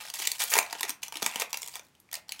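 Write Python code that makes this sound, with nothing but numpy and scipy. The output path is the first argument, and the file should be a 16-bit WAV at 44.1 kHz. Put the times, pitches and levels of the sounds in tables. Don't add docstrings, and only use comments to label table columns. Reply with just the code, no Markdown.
import sys
import numpy as np
from scipy import signal
from scipy.fft import rfft, irfft, next_fast_len
from scipy.io import wavfile
from scipy.ndimage import uniform_filter1d

SR = 44100
rng = np.random.default_rng(int(sys.argv[2]) if len(sys.argv) > 2 else 0)


def master(y):
    cut = np.clip(np.atleast_2d(y).T, -1, 1)
    pcm = np.round(cut * 32767)
    wavfile.write(sys.argv[1], SR, pcm.astype(np.int16))


N = 105840

# t/s, level/dB, brightness/(dB per octave), ring of the facet f/Hz,
# push of the sheet relative to the crack level/dB
CREASE_SNAPS = [(0.1005, -34, -0.5, 4630, -16), (0.139, -33, 2, 6200, -15), (0.2712, -27, 0, 7460, -28),
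                (0.273, -20, -0.5, 7830, -25), (0.317, -24, 3.5, 4500, -23), (0.4022, -27, -1, 8800, -16),
                (0.4384, -24.5, 7, 8350, -16), (0.5378, -17.5, -2, 7030, -14),
                (0.5547, -24, 1.5, 1900, -1.5), (0.5673, -28, -1, 2080, 2.5), (0.5784, -21.5, 9, 9700, -14),
                (0.5878, -15.5, 0, 2430, -6.5), (0.6278, -39, 5, 5800, -25),
                (0.7275, -29.5, -1, 1840, -3.5), (0.7514, -39.5, -10, 3120, 0),
                (0.8083, -28, 0, 12100, -6.5), (0.831, -23.5, 0, 1890, -13.5),
                (0.8942, -26.5, 3, 8660, -14.5), (0.9038, -29.5, 2, 5900, -13),
                (1.0315, -31, -1, 2920, -18), (1.0339, -32, -0.5, 6150, -16.5),
                (1.0818, -37.5, 1, 6100, -11), (1.1237, -36.5, -1, 3030, -3.5),
                (1.1558, -34.5, -1.5, 3060, -11.5), (1.17, -32.5, 0, 2940, -19),
                (1.222, -31, 0.5, 4740, -0.5), (1.227, -25.5, -2.5, 6560, -8),
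                (1.2442, -35.5, 1, 3570, -11), (1.2625, -20.5, -1.5, 8100, -9.5),
                (1.3584, -27, 0.5, 3040, -8), (1.3983, -28, 4.5, 6470, -8), (1.4199, -25, -2, 2550, -5),
                (1.53, -28, -0.5, 5950, -11), (1.543, -29.5, -4, 2710, -10.5), (1.5721, -31, 2, 11930, -14),
                (1.6191, -34.5, 4.5, 7200, -14.5), (1.6302, -33.5, -2, 8440, -15.5),
                (1.662, -41.5, 1.5, 7760, -13), (1.6755, -36.5, 3.5, 7300, -16),
                (1.6835, -38.5, 0.5, 8600, -12.5), (1.7553, -34, 1, 3470, -9),
                (1.7949, -42.5, -2, 6060, -6.5), (1.951, -59.5, -3.5, 3060, -13),
                (2.0007, -53.5, 8.5, 11600, -34), (2.0892, -57.5, -9, 2360, -9.5),
                (2.1143, -45.5, -2, 6340, -19.5), (2.1295, -32.5, 3.5, 1940, -12.5),
                (2.141, -30.5, -0.5, 8250, -23), (2.1534, -32.5, 0, 4620, -47),
                (2.2924, -35, -3, 4470, -16), (2.3209, -29.5, -0.5, 3030, -28),
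                (2.3931, -39.5, -4, 3360, -16)]
# start t/s, length t/s, level/dB, brightness/(dB per octave)
FINGER_STROKES = [(0, 0.092, -44, -1), (0.135, 0.036, -38.5, 1.5), (0.185, 0.04, -33.5, 1),
                  (0.235, 0.028, -36.5, 1), (0.277, 0.09, -44, 2), (0.382, 0.032, -36, 3),
                  (0.404, 0.022, -27.5, 0.5), (0.43, 0.15, -39.5, 2.5), (0.493, 0.035, -32, 8),
                  (0.613, 0.19, -46.5, -2), (0.83, 0.022, -37.5, -3), (0.878, 0.0095, -35.5, 1),
                  (1.017, 0.054, -47.5, 0.5), (1.127, 0.088, -46.5, -1.5), (1.225, 0.055, -38.5, 0),
                  (1.29, 0.13, -43, -2), (1.397, 0.023, -32.5, 0), (1.491, 0.032, -52.5, 2.5),
                  (1.527, 0.029, -43, -1.5), (1.573, 0.18, -51.5, 3), (1.738, 0.038, -45.5, 0),
                  (1.831, 0.052, -65.5, 4), (2.123, 0.056, -47.5, -2), (2.277, 0.12, -56.5, -1)]
# start t/s, length t/s, level/dB, brightness/(dB per octave)
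SEAM_RIPS = [(0.404, 0.021, -39.5, 5), (0.516, 0.022, -29, 2.5), (0.538, 0.03, -28.5, 1),
             (0.579, 0.0083, -25, 0.5)]
# t/s, level/dB, pitch f/Hz
WRAPPER_FLOPS = [(0.198, -48, 363), (.566, -33.5, 427), (0.587, -41.5, 256), (0.838, -42.5, 390),
                 (0.8933, -43.5, 270), (1.156, -44.5, 332), (1.222, -39, 348), (1.2269, -38, 228),
                 (1.262, -43.5, 253), (1.357, -41.5, 237), (2.171, -48.5, 622)]
# start t/s, length t/s, level/dB, first pitch f/Hz, last pitch f/Hz
FINGER_SQUEAK = (.236, .026, -37, 3250, 2650)
# f/Hz, level/dB
CRACK_COLOUR = [(200, -44.5), (1100, -28), (2000, -0.5), (7000, -1), (11000, -4.5), (16000, -7)]
# f/Hz, level/dB
PUSH_COLOUR = [(60, -48), (400, -9), (700, -0.5), (1100, -1), (2200, -17), (5000, -45.5)]
# f/Hz, level/dB
CRUMPLE_COLOUR = [(50, -50.5), (430, -19), (750, 1.5), (1400, -5), (2400, -3), (7000, -3), (16000, -10.5)]
# f/Hz, level/dB
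SEAM_COLOUR = [(50, -37.5), (300, -11.5), (700, 6), (2200, 0.5), (4000, -9), (16000, -10.5)]
# f/Hz, level/dB
HUSH_COLOUR = [(25, -26), (70, -2.5), (200, -1), (450, -8.5), (2500, -15), (8000, -21), (16000, -30)]
# f/Hz, t/s
ROOM_DECAY = [(200, 0.21), (1500, 0.35), (3500, 0.19), (16000, 0.15)]

CRACK_T60_S, RING_T60_S, PUSH_T60_S, FLOP_T60_S = 0.0065, 0.0061, 0.03, 0.016
RING_DB, ONSET_S = -5, 0.0006
POUCH_HZ, POUCH_DB = 951, -2.5
BUCKLES_PER_S, FIRM_STROKE_DB = 1000, -37
SLIPS_PER_S, RUSTLE_GAIN_DB = 1300, -0.5
ATTACK_S, RELEASE_S = 0.0015, 0.0093
LEVEL_WINDOW_S = 0.004
TOP_HZ = 16150


def snaps():
    out = np.zeros(N)
    for start, db, tilt, ring_hz, push_db in CREASE_SNAPS:
        burst = facet(CRACK_T60_S, ring_hz, RING_DB, kick=0.29)
        crack = energy_one(coloured(burst, CRACK_COLOUR, tilt))
        add(out, start, amp(db) * (crack + amp(push_db) * puff()))
    return out * np.sqrt(LEVEL_WINDOW_S * SR)


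def facet(t60, ring_hz, ring_db, kick, size=2048, count=48):
    t = np.arange(size) / SR
    hz = (np.arange(count) + rng.random(count))[:, None] / count * TOP_HZ
    life = t60 * np.exp(0.37 * rng.standard_normal((count, 1)))
    tones = np.sin(2 * np.pi * (hz * t + rng.random((count, 1))))
    cluster = energy_one(np.sum(tones * amp(-60 * t / life), 0))
    main = energy_one(np.sin(2 * np.pi * ring_hz * t) * amp(-60 * t / RING_T60_S))
    onset = 1 - np.exp(-t / ONSET_S)
    ring = energy_one((cluster + amp(ring_db) * main) * onset)
    ring[0] += kick
    return ring


def puff(size=2048):
    t = np.arange(size) / SR
    fade = amp(-60 * t / PUSH_T60_S)
    push = energy_one(coloured(rng.standard_normal(size) * fade, PUSH_COLOUR))
    note_hz = POUCH_HZ * np.exp(0.07 * rng.standard_normal())
    note = np.sin(2 * np.pi * note_hz * t) * fade
    return energy_one(push + amp(POUCH_DB) * energy_one(coloured(note, PUSH_COLOUR)))


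def rip():
    out = np.zeros(N)
    for start, length, db, tilt in SEAM_RIPS:
        run = crackle(length, SLIPS_PER_S, scatter_db=-0.5, t60=0.004, colour=SEAM_COLOUR, tilt=tilt)
        add(out, start, amp(db) * run)
    return out


def rustle():
    out = np.zeros(N)
    for start, length, db, tilt in FINGER_STROKES:
        rate = BUCKLES_PER_S * np.sqrt(amp(db - FIRM_STROKE_DB))
        run = crackle(length, rate, scatter_db=6, t60=0.0091, colour=CRUMPLE_COLOUR, tilt=tilt)
        add(out, start, amp(db) * run)
    return out * amp(RUSTLE_GAIN_DB)


def crackle(length, rate, scatter_db, t60, colour, tilt, count=20):
    t = np.arange(SR // 4) / SR
    shape = np.minimum(t / ATTACK_S, 1) * np.exp(-np.maximum(t - length, 0) / RELEASE_S)
    hits = rng.random((count, len(t))) < rate / count / SR
    sizes = amp(scatter_db * np.clip(rng.standard_normal(hits.shape), -2, 2))
    signs = rng.choice([-1, 1], hits.shape)
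    rings_hz = np.geomspace(1900, 12000, count) * np.exp(0.097 * rng.standard_normal(count))
    run = np.zeros(len(t))
    for jumps, ring_hz in zip(hits * sizes * signs, rings_hz):
        ring = facet(t60, ring_hz, ring_db=-1, kick=0.35)
        run += signal.fftconvolve(jumps * shape, ring)[:len(t)]
    return energy_one(coloured(run, colour, tilt)) * np.sqrt(length * SR)


def flops():
    out = np.zeros(N)
    t = np.arange(SR // 8) / SR
    for start, db, hz in WRAPPER_FLOPS:
        pop = np.sin(2 * np.pi * hz * t) * amp(-60 * t / FLOP_T60_S) * t ** 2
        add(out, start, amp(db) * energy_one(pop))
    return out * np.sqrt(LEVEL_WINDOW_S * SR)


def squeak(jitter=0.14, overtone_db=-3):
    start, length, db, first_hz, last_hz = FINGER_SQUEAK
    n = int(length * SR)
    out = np.zeros(N)
    unsteady = uniform_filter1d(rng.standard_normal(n), size=16)
    pitch_hz = np.linspace(first_hz, last_hz, n) * (1 + jitter * unsteady / unsteady.std())
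    phase = 2 * np.pi * np.cumsum(pitch_hz) / SR
    tone = np.sin(phase) + amp(overtone_db) * np.sin(2 * phase)
    add(out, start, amp(db) * tone * signal.windows.tukey(n, 0.3))
    return out


def room(x, early_db, tail_db):
    t = np.arange(SR // 2) / SR
    hz, frames, bands = signal.stft(rng.standard_normal(len(t)), SR, nperseg=256)
    decay = amp(-60 * frames / along(ROOM_DECAY, hz)[:, None])
    tail = signal.istft(bands * decay, SR, nperseg=256)[1][:len(t)]
    tail = energy_one(tail * np.minimum(t / 0.013, 1))
    echoes = rng.standard_normal(len(t)) * (rng.random(len(t)) < 0.04) * (t > 0.002)
    early = energy_one(echoes * np.exp(-t / 0.0039))
    return signal.fftconvolve(x, amp(early_db) * early + amp(tail_db) * tail)[:N]


def air(db):
    hush = energy_one(coloured(rng.standard_normal(N), HUSH_COLOUR))
    return amp(db) * np.sqrt(N) * hush


def amp(db):
    return 10 ** (np.asarray(db) / 20)


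def along(points, hz):
    f, v = np.transpose(points)
    return np.interp(np.log(hz + 1), np.log(f + 1), v)


def energy_one(x):
    return x / np.sqrt(np.sum(x ** 2) + 1e-20)


def coloured(x, points, tilt=0):
    m = 2 * next_fast_len(len(x))
    hz = np.fft.rfftfreq(m, 1 / SR)
    octaves = np.log2(np.maximum(hz, 1500) / 1500)
    cepstrum = irfft(np.log(amp(along(points, hz) + tilt * octaves)), m)
    cepstrum[1:m // 2] *= 2
    cepstrum[m // 2 + 1:] = 0
    return irfft(rfft(x, m) * np.exp(rfft(cepstrum)), m)[:len(x)]


def add(track, start, x):
    i = int(np.clip(round(start * SR), 0, N - 1))
    track[i:i + len(x)] += x[:N - i]


def scene():
    foil = snaps() + rip() + rustle() + flops() + squeak()
    return (foil + room(foil, early_db=-9.0, tail_db=-10.5) + air(db=-67))[None]


def record(dry):
    m = next_fast_len(N + SR // 2)
    edge = np.clip((TOP_HZ - np.fft.rfftfreq(m, 1 / SR)) / 400 + 0.5, 0, 1)
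    return irfft(rfft(dry, m) * edge, m)[..., :N]


dry = scene()
out = record(dry)
master(out)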